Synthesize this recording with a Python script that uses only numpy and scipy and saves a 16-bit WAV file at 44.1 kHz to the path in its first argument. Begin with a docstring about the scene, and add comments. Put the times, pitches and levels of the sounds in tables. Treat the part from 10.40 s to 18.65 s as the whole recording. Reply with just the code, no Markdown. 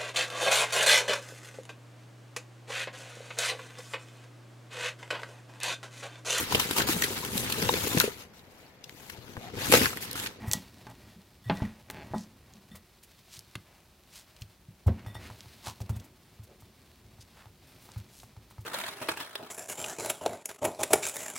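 """Hands work crumbly dough in a glass bowl, close up and nearly mono in a quiet kitchen.
First they squeeze it: crumbs snap, nails scrape the glass, the bowl knocks and the counter thuds.
From about 2.5 s the lump is out of the bowl, passing from palm to palm with soft, moist slaps.
Near 4.5 s it drops back with the heaviest thud. Then fingers pat it into a ball, popping
little pockets of air, while tacky skin brushes the dough and peels away."""
import sys
import numpy as np
from scipy import signal
from scipy.fft import rfft, irfft, next_fast_len
from scipy.io import wavfile

SR = 44100
rng = np.random.default_rng(int(sys.argv[2]) if len(sys.argv) > 2 else 0)


def to_wav(s):
    """Save 16-bit WAV."""
    ch = np.atleast_2d(s).T  # columns
    pcm = np.round(np.clip(ch, -1, 1) * 32767)  # PCM
    wavfile.write(sys.argv[1], SR, pcm.astype(np.int16))


N = 363825
T = np.arange(N) / SR


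# The low end, fist into dough or lump into bowl: (time [s], level [dB], pitch [Hz], swell [s])
DOUGH_THUDS = [(0.01, -43, 220, 0.029), (0.071, -26, 97, 0.011), (.149, -30.5, 174, 0.005),
               (0.469, -47, 114, 0.019), (0.758, -45.5, 190, 0.0096), (1.054, -32.5, 115, 0.019),
               (1.098, -19.5, 169.5, 0.0093), (1.219, -16, 99, 0.0032), (1.222, -29.5, 219.4, 0.014),
               (1.548, -44, 87, 0.024), (1.705, -36, 106, 0.01), (1.739, -32.5, 214.4, 0.02),
               (2.148, -49.5, 202, 0.011), (2.312, -42, 192, 0.0073), (2.336, -45.5, 82, 0.011),
               (4.461, -11.5, 88.2, 0.014), (4.493, -27, 221, 0.0067)]

def thuds(counter_db=-9):
    """Heavy pushes go through the dough and set the counter top ringing."""
    out = np.zeros(N)
    for s, db, hz, swell in DOUGH_THUDS:
        add(out, s, push(db, hz, swell))
    return out + undb(counter_db) * counter(out)


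def push(db, hz, swell, softness=2.8, overtone_db=-20, firm_db=-20):
    """Soft dough takes a load gradually: a few low cycles swell and die."""
    t = T[:SR // 4]
    load = (t / swell * np.exp(1 - t / swell)) ** softness
    phase = 2 * np.pi * hz * t
    # dough stiffens as it is squashed, so an overtone grows late in the firmer pushes
    stiffness = np.minimum(t / swell, 2) * min(undb(db - firm_db), 1) ** .5
    return -undb(db) * load * (np.sin(phase) + undb(overtone_db) * stiffness * np.sin(2 * phase))


# Boomy modes of the counter top: (pitch [Hz], level [dB], t60 [s])
COUNTER_MODES = [(62, -2, 0.25), (92.9, 3.5, 0.33), (220, -2, 0.51), (271, -2, 0.12)]

def counter(pushes):
    """The counter top carries the bowl and rings on under its load."""
    return resonate(pushes, COUNTER_MODES)


# Fingers shape the ball: (time [s], thud level [dB], pop level [dB])
FINGER_PATS = [(4.663, -30.5, -42), (4.753, -34, -37.5), (4.901, -39.5, -40.5), (5.058, -43, -53.5),
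               (5.27, -34.5, -32), (5.404, -28, -42.5), (5.494, -21, -39.5), (5.558, -28.5, -62),
               (5.991, -37, -58), (6.223, -48, -54), (6.643, -46, -59), (6.785, -42.5, -58),
               (7.057, -44.5, -48), (7.49, -53, -46), (7.561, -28, -48), (7.833, -47.5, -47),
               (7.966, -39, -50), (8.11, -49.5, -49.5), (8.182, -33, -46.5)]

def pat_thuds(hz=94.6, swell_s=0.013, lead_s=0.0029, counter_db=-19):
    """The soft body of each pat starts just before its pop and barely stirs the counter."""
    out = np.zeros(N)
    for s, db, _ in FINGER_PATS:
        add(out, s - lead_s, push(db, hz, swell_s, softness=5.7))
    return out + undb(counter_db) * counter(out)


def pat_pops(hz=884, decay_s=0.0023, stagger_s=0.01, finger_gains_db=(4, -3)):
    """Air trapped under a fingertip pops and tacky skin ticks; a second finger lands just after."""
    out, t = np.zeros(N), T[:SR // 20]
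    for s, _, db in FINGER_PATS:
        for finger, gain_db in enumerate(finger_gains_db):
            skin = unit(band(rng.standard_normal(len(t)), 2200, 1))
            phase = 2 * np.pi * hz * (1 + 0.046 * rng.standard_normal()) * t
            pop = np.sin(phase) + undb(-6) * np.sin(1.38 * phase) + undb(-11) * skin
            late = finger * stagger_s * (.5 + rng.random())
            add(out, s + late, undb(db + gain_db) * pop * np.exp(-t / decay_s))
    return out


# Soft landings in a palm: (time [s], level [dB], pitch [Hz])
PALM_CATCHES = [(2.975, -45, 111), (3.153, -34, 104), (4.016, -32.5, 89.5), (4.283, -38.5, 135)]

def catches(swell_s=0.0059):
    """A palm stops the lump in the air with a short, dead thump."""
    out = np.zeros(N)
    for s, db, hz in PALM_CATCHES:
        add(out, s, push(db, hz, swell_s))
    return out


# The bowl's foot hits the counter: (time [s], level [dB], low-pass cutoff [Hz])
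FOOT_KNOCKS = [(.044, -37.5, 2500), (0.134, -32.5, 1500), (.468, -38, 1970), (1.098, -15.5, 3600),
               (1.105, -22.5, 1000), (1.202, -37, 2000), (1.222, -30.5, 1080), (1.5, -38, 3960),
               (1.736, -27.5, 1430), (1.742, -23, 1020), (4.463, -37.5, 1000)]
# Clunky modes of the standing bowl: (pitch [Hz], level [dB], t60 [s])
BOWL_MODES = [(181, -10, 0.29), (277.5, -10.5, 0.11), (421, 1.5, 0.023), (660, 0, 0.041), (858, 3.5, 0.064),
              (1000, -12, 0.15), (1680, 1, 0.015), (2530, -4.5, 0.0093), (3360, -5, 0.012),
              (4280, -1, 0.013)]

def knocks(gain_db=-7, crack_db=-3, crack_s=0.016):
    """The bowl rocks onto its foot; a softer landing leaves out the high modes."""
    out, t = np.zeros(N), T[:SR // 4]
    for s, db, cutoff_hz in FOOT_KNOCKS:
        crack = unit(band(rng.standard_normal(len(t)), 850, 0.7)) * np.exp(-t / crack_s)
        blow = ring(BOWL_MODES, t) + undb(crack_db) * crack
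        add(out, s, undb(db + gain_db) * signal.lfilter(*signal.butter(4, cutoff_hz, fs=SR), blow))
    return out


# Crisp accents of breaking crumbs: (time [s], level [dB], centre [Hz], decay [s])
CRUMB_SNAPS = [(.1142, -9.5, 4700, 0.00065), (.1202, -22, 5530, 0.00041), (.1248, -18, 11100, .001),
               (0.1336, -6.5, 6100, 0.0015), (0.136, -28, 8200, 0.015), (0.137, -33, 4200, 0.037),
               (.384, -45, 5700, 0.0011), (0.468, -40.5, 3960, 0.0012), (.5, -42, 7000, 0.0015),
               (1.1718, -34, 4300, 0.0013), (1.5004, -25, 1940, 0.0036), (1.501, -27.5, 9400, 0.0012),
               (1.5098, -26, 8100, 0.00031), (1.782, -31.5, 5570, 0.00088), (2.137, -40.5, 4470, 0.0012),
               (2.9918, -26, 6840, 0.0006), (3.1543, -31, 7000, 0.0012), (3.965, -42, 4000, 0.003),
               (4.02, -31.5, 3600, 0.0032), (5.007, -30, 4280, 0.00043), (5.259, -34, 3000, 0.0034),
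               (5.417, -36, 4540, 0.0039), (5.599, -39.5, 4600, 0.0037), (7.518, -37, 5500, 0.0012),
               (7.8, -38.5, 4000, 0.0027)]

def snaps(tick_db=-2, scatter_db=-10, spread=0.61, tail_db=-12, tail_s=0.0051):
    """Each break is one sharp tick, then a short scatter of finer cracks."""
    out, t = np.zeros(N), T[:SR // 12]
    for s, db, hz, decay in CRUMB_SNAPS:
        tick = band(t == 0, hz, spread)
        tick /= np.abs(tick).max()
        fade = np.exp(-t / decay) + undb(tail_db) * np.exp(-t / tail_s)
        scatter = fade * unit(band(rng.standard_normal(len(t)), hz, spread, order=2))
        add(out, s, undb(db) * (undb(tick_db) * tick + undb(scatter_db) * scatter))
    return out


# Dough smacks palm or glass: (time [s], level [dB], centre [Hz], decay [s])
DOUGH_SLAPS = [(0.4693, -36, 1110, 0.0019), (1.218, -40, 1160, 0.014), (2.346, -47, 764, 0.012),
               (3.153, -25.5, 1770, 0.0032), (3.1536, -32.5, 276, 0.0031), (4.021, -48, 1180, 0.0022),
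               (4.48, -44.5, 1400, 0.013), (4.476, -26, 330, 0.017), (4.589, -48, 1200, 0.014),
               (4.662, -50, 1080, 0.008), (5.409, -42, 288, 0.015), (5.496, -40, 686, 0.005),
               (5.505, -47, 256, 0.025)]

def slaps(rise_s=0.0017):
    """Moist dough flattens at once, with a dull burst and no ring."""
    out, t = np.zeros(N), T[:SR // 6]
    for s, db, hz, decay in DOUGH_SLAPS:
        burst = unit(band(rng.standard_normal(len(t)), hz, 1.0, order=2))
        add(out, s, undb(db) * burst * np.exp(-t / decay) * (1 - np.exp(-t / rise_s)))
    return out


# Fingers and nails graze the glass: (time [s], level [dB], decay [s], brightness [dB/octave])
GLASS_SCRAPES = [(.0, -55, 0.092, -18), (.06, -47, 0.05, -13.5), (.133, -37, 0.0083, 1.5),
                 (1.04, -49.5, 0.082, -3), (1.151, -45.5, 0.039, -2.5), (1.251, -48.5, 0.01, -20),
                 (1.74, -50, 0.03, 1), (2.315, -53.5, 0.036, -1), (4.664, -49, 0.039, 2),
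                 (4.744, -44.5, 0.019, -0.5), (5.529, -59, 0.032, 4), (5.828, -70, 0.022, 6),
                 (6.249, -66, 0.019, 3), (7.269, -59, 0.11, 8)]
# Bright modes of the hand-damped glass wall: (pitch [Hz], level [dB], t60 [s])
GLASS_MODES = [(1929, -3, 0.14), (3594, -3.5, 0.045), (4500, -9, 0.015), (5450, -13, .06),
               (7800, -22.5, 0.015), (8740, -9, 0.022), (10800, -13, 0.028), (12000, -12, 0.035)]

def scrapes(gain_db=-7, friction_db=-4, contact_scatter_db=1.5):
    """A scraping fingertip feeds the glass wall unevenly, so it rings roughly amid the friction."""
    out, t = np.zeros(N), T[:SR // 3]
    for s, db, decay, tilt in GLASS_SCRAPES:
        # each place of contact favours other modes
        contact = contact_scatter_db * rng.standard_normal(len(GLASS_MODES))
        modes = [(hz, mode_db + contact_db + tilt * np.log2(hz / GLASS_MODES[0][0]), t60)
                 for (hz, mode_db, t60), contact_db in zip(GLASS_MODES, contact)]
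        friction = rng.standard_normal(len(t)) * np.exp(-t / decay)
        ringing = signal.fftconvolve(friction, ring(modes, t))[:len(t)]
        ringing /= np.std(ringing[:SR // 20])
        add(out, s, undb(db + gain_db) * (ringing + undb(friction_db) * friction))
    return out


# The hand closes, holds and lets go: (time [s], hold [s], rub level [dB], crumble level [dB])
HAND_SQUEEZES = [(-.04, 0.16, -49.5, -60.5), (0.105, 0.12, -72, -53.5), (0.311, 0.38, -61, -60.5),
                 (1.066, .17, -51, -57.5), (1.472, 0.3, -55.5, -62.5), (1.866, .28, -67, -68),
                 (2.663, 0.49, -76, -62), (3.234, 0.1, -63, -67), (3.65, .34, -67.5, -64),
                 (4.504, 0.29, -57.5, -74), (4.777, 0.074, -56, -56), (4.898, 0.46, -68.5, -58.5),
                 (5.445, 0.18, -60, -79), (6.342, 0.14, -73, -70), (6.62, 0.12, -68, -68),
                 (7.205, 0.44, -66.5, -62.5)]
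# Mid-heavy EQ of rubbing dough: (frequency [Hz], level [dB])
RUB_EQ = [(150, 2.5), (300, -12.5), (600, 10.5), (900, 8), (1400, 1.5), (2400, 3), (4300, -13.5),
          (6500, -14), (16000, -78)]
# Fizzy EQ of crumbling dough: (frequency [Hz], level [dB])
CRUMBLE_EQ = [(800, -3), (2500, 2.5), (4300, 4), (7000, -4), (9500, -5), (12000, -5.5), (14500, -7.5),
              (16000, -5)]
# Dark EQ of the shaking counter: (frequency [Hz], level [dB])
RUMBLE_EQ = [(20, -43), (45, -4), (70, 2.5), (110, -1), (160, -7), (215, -4), (280, -7.5), (500, -14.5),
             (1200, -58)]

def squeezes(attack_s=0.031, release_s=0.1, lift_s=2.45, drop_s=4.46):
    """Each squeeze makes the dough rub and crumble, and the arm's weight rumbles in the counter."""
    rub_level, crumble_level = undb(-69.5), undb(-65.5)  # the hands never quite stop
    for start, hold, rub_db, crumble_db in HAND_SQUEEZES:
        release = np.exp(-np.maximum(T - start - hold, 0) / release_s)
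        pressure = np.clip((T - start) / attack_s, 0, 1) * release
        rub_level = np.hypot(rub_level, undb(rub_db) * pressure)
        crumble_level = np.hypot(crumble_level, undb(crumble_db) * pressure)
    in_bowl = (T < lift_s) | (T > drop_s)
    grip = undb(1.5 * walk(70) + walk(9) - 1)
    rub = rub_level * grip * unit(colour(grains(rate=5000, scatter_db=4), RUB_EQ))
    # until the lump is lifted out, rubbing keeps the two lowest glass modes singing
    singing = undb(7) * resonate(rub * (T < lift_s), GLASS_MODES[:2])
    tack = grains(rate=9000, scatter_db=2)
    crumbs = 0.51 * grains(rate=200, scatter_db=3)
    fizz = crumble_level * grip * unit(colour(tack + crumbs, CRUMBLE_EQ))
    tinkle = undb(-3) * resonate(fizz * in_bowl, GLASS_MODES[3:])
    rumble = rub_level * in_bowl * undb(3) * noise(RUMBLE_EQ)
    return rub + singing + fizz + tinkle + rumble


def shudder(pushes, gain_db=-17, settle_s=0.09):
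    """The counter and what stands on it go on shaking after each push."""
    keep = np.exp(-1 / (settle_s * SR))
    shaking = signal.lfilter([1 - keep], [1, -keep], np.abs(pushes))
    return undb(gain_db) * shaking * noise(RUMBLE_EQ)


# Quick swishes of skin: (peak time [s], half length [s], level [dB], centre [Hz], spread [ratio])
SKIN_STROKES = [(0.088, 0.017, -50, 9000, 0.96), (0.506, 0.014, -51.5, 860, 0.16),
                (1.8, 0.029, -52.5, 5560, 0.23), (2.947, 0.029, -49.5, 4300, 0.68),
                (3.769, 0.031, -49, 4300, 0.97), (4.853, 0.036, -51.5, 1880, 0.37),
                (5.278, 0.023, -41.5, 3370, 0.86), (5.279, 0.022, -42.5, 1010, 0.13),
                (6.112, 0.028, -56.5, 470, 0.16), (6.817, 0.009, -51.5, 4700, 0.38),
                (7.008, 0.033, -55.5, 1030, 0.55), (7.448, 0.03, -58, 6900, 2),
                (7.786, 0.053, -56, 5900, 0.85)]

def strokes(gain_db=-1):
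    """Skin slides over the dough in a swell of tiny slips."""
    out, slips = np.zeros(N), grains(rate=4000, scatter_db=3.3)
    for s, half, db, hz, spread in SKIN_STROKES:
        near = np.abs(T - s) < 3 * half
        swell = np.exp(-((T[near] - s) / half) ** 2 / 2)
        out[near] += undb(db + gain_db) * swell * unit(band(slips[near], hz, spread))
    return out


# Tacky skin lifts off the dough: (time [s], level [dB])
SKIN_PEELS = [(2.352, -48.5), (2.629, -53), (4.008, -53.5), (4.464, -49.5), (5.402, -52), (5.492, -48),
              (5.558, -53), (5.595, -62), (5.64, -56), (6.032, -57), (6.201, -59), (7.574, -55), (8.1, -59),
              (8.204, -59)]

def peels(swell_s=0.0066, centre_hz=5830):
    """Sticky threads part one after another in a short crisp burst."""
    effort, t = np.zeros(N), T[:SR // 10]
    for s, db in SKIN_PEELS:
        add(effort, s, undb(db) * t / swell_s * np.exp(1 - t / swell_s))
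    return effort * unit(band(grains(rate=9900, scatter_db=3.5), centre_hz, spread=2.4))


def creak(start_s=1.54, end_s=1.635, rate_hz=150, body_db=-13):
    """The heel of the hand sticks and slips on the glass in a quick run of dull ticks."""
    out, t = np.zeros(N), T[:SR // 20]
    gap_jitter, sizes = rng.standard_normal((40, 2)).T
    times = start_s + np.cumsum(np.exp(.2 * gap_jitter)) / rate_hz
    tick = np.sin(2 * np.pi * 2200 * t) * np.exp(-t / .0004)
    body = undb(body_db) * ring(BOWL_MODES, t) * np.exp(-t / .008)
    for s, size in zip(times[times < end_s], sizes):
        add(out, s, undb(-36.5 + 2 * size) * (tick + body))
    return signal.lfilter(*signal.butter(2, 4000, fs=SR), out)


# Warm EQ of the reverb tail: (frequency [Hz], level [dB])
ECHO_EQ = [(30, 6), (60, 7.5), (130, 5.5), (215, 11.5), (400, 1), (2000, -2.5), (4500, -7), (9000, -11),
           (16000, 0.5)]

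def kitchen_echo(x, t60_s=0.21, wet_db=-14.5, build_s=0.0055):
    """Counter top and walls throw back a short, diffuse echo."""
    t = T[:SR // 2]
    envelope = np.exp(-np.log(1000) * t / t60_s) * (1 - np.exp(-t / build_s))
    tail = colour(rng.standard_normal(len(t)), ECHO_EQ) * envelope
    return undb(wet_db) * signal.fftconvolve(x, tail / np.sqrt(np.sum(tail ** 2)))[:N]


# Low bed of kitchen air: (frequency [Hz], level [dB])
AIR_EQ = [(20, -22), (45, 7), (80, 5.5), (190, 1.5), (280, -6.5), (365, -3.5), (600, -14.5), (1300, -15),
          (4000, -35.5), (8000, -35), (16000, -39)]

def room_tone(air_db=-62.5, hum_hz=364, hum_db=-76):
    """Still air and the faint wavering hum of an appliance."""
    hum = undb(hum_db + 2 * walk(3.19)) * np.sin(2 * np.pi * hum_hz * T + walk(14.0))
    return undb(air_db) * noise(AIR_EQ) + hum


# Nearly flat noise floor: (frequency [Hz], level [dB])
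HISS_EQ = [(60, -5.5), (400, -4), (1500, -10.5), (16000, -9)]

def capsule_hiss(level_db=-68):
    """Each of the two microphone capsules adds its own self-noise."""
    return undb(level_db) * np.array([noise(HISS_EQ), noise(HISS_EQ)])


def undb(db):
    """Decibels to amplitude."""
    return 10 ** (np.asarray(db) / 20)


def unit(x):
    """Scale to rms 1."""
    return x / np.sqrt(np.mean(x ** 2))


def add(track, s, x):
    """Mix x into the track from time s on."""
    i = max(int(s * SR), 0)
    track[i:i + len(x)] += x[:max(N - i, 0)]


def colour(x, points):
    """Apply an EQ curve of (frequency [Hz], level [dB]) points."""
    hz, db = np.transpose(points)
    size = next_fast_len(len(x))
    f = np.maximum(np.arange(size // 2 + 1) * SR / size, 1)
    gain = undb(np.interp(np.log(f), np.log(hz), db))
    return irfft(rfft(x, size) * gain, size)[:len(x)]


def noise(eq):
    """Steady noise through an EQ curve, rms 1."""
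    return unit(colour(rng.standard_normal(N), eq))


def band(x, hz, spread, order=1):
    """One broad resonance reaching a factor of 1 + spread to each side of hz."""
    edges = [hz / (1 + spread), min(hz * (1 + spread), SR / 2 - 1000)]
    return signal.lfilter(*signal.butter(order, edges, "band", fs=SR), x)


def ring(modes, t):
    """Free decay of a body's modes after a blow."""
    return sum(undb(db) * np.sin(2 * np.pi * hz * t) * np.exp(-np.log(1000) * t / t60)
               for hz, db, t60 in modes)


def resonate(x, modes):
    """Drive a body's modes with x; the loudest steady response has gain 1."""
    response = ring(modes, T[:SR // 2])
    return signal.fftconvolve(x, response / np.abs(rfft(response)).max())[:N]


def walk(rate):
    """Smooth random wandering with a spread near 1."""
    return np.interp(T * rate, np.arange(4096), rng.standard_normal(4096))


def grains(rate, scatter_db):
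    """Tiny slips of uneven size, about rate per second, rms 1."""
    size = undb(scatter_db * np.minimum(rng.exponential(size=N), 5))
    return unit((rng.random(N) < rate / SR) * size * rng.choice([-1, 1], N))


def scene(side_db=-17):
    """Everything sits in the centre; only a trace of bright echo and the hiss give width."""
    detail = knocks() + slaps() + snaps() + peels() + scrapes()
    detail += pat_pops() + strokes() + creak() + squeezes()
    pushes = thuds() + pat_thuds() + catches()
    direct = detail + pushes + shudder(pushes)
    mid = direct + kitchen_echo(direct) + room_tone()
    side = undb(side_db) * kitchen_echo(band(detail, 11000, 0.33))
    return np.array([mid + side, mid - side]) + capsule_hiss()


def record(dry, low_cut_hz=36, high_cut_hz=15900):
    """Roll off the deepest rumble and cut the very top steeply."""
    lean = signal.sosfilt(signal.butter(2, low_cut_hz, "high", fs=SR, output="sos"), dry)
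    return signal.sosfilt(signal.ellip(10, .2, 70, high_cut_hz, fs=SR, output="sos"), lean)


dry = scene()
out = record(dry)
to_wav(out)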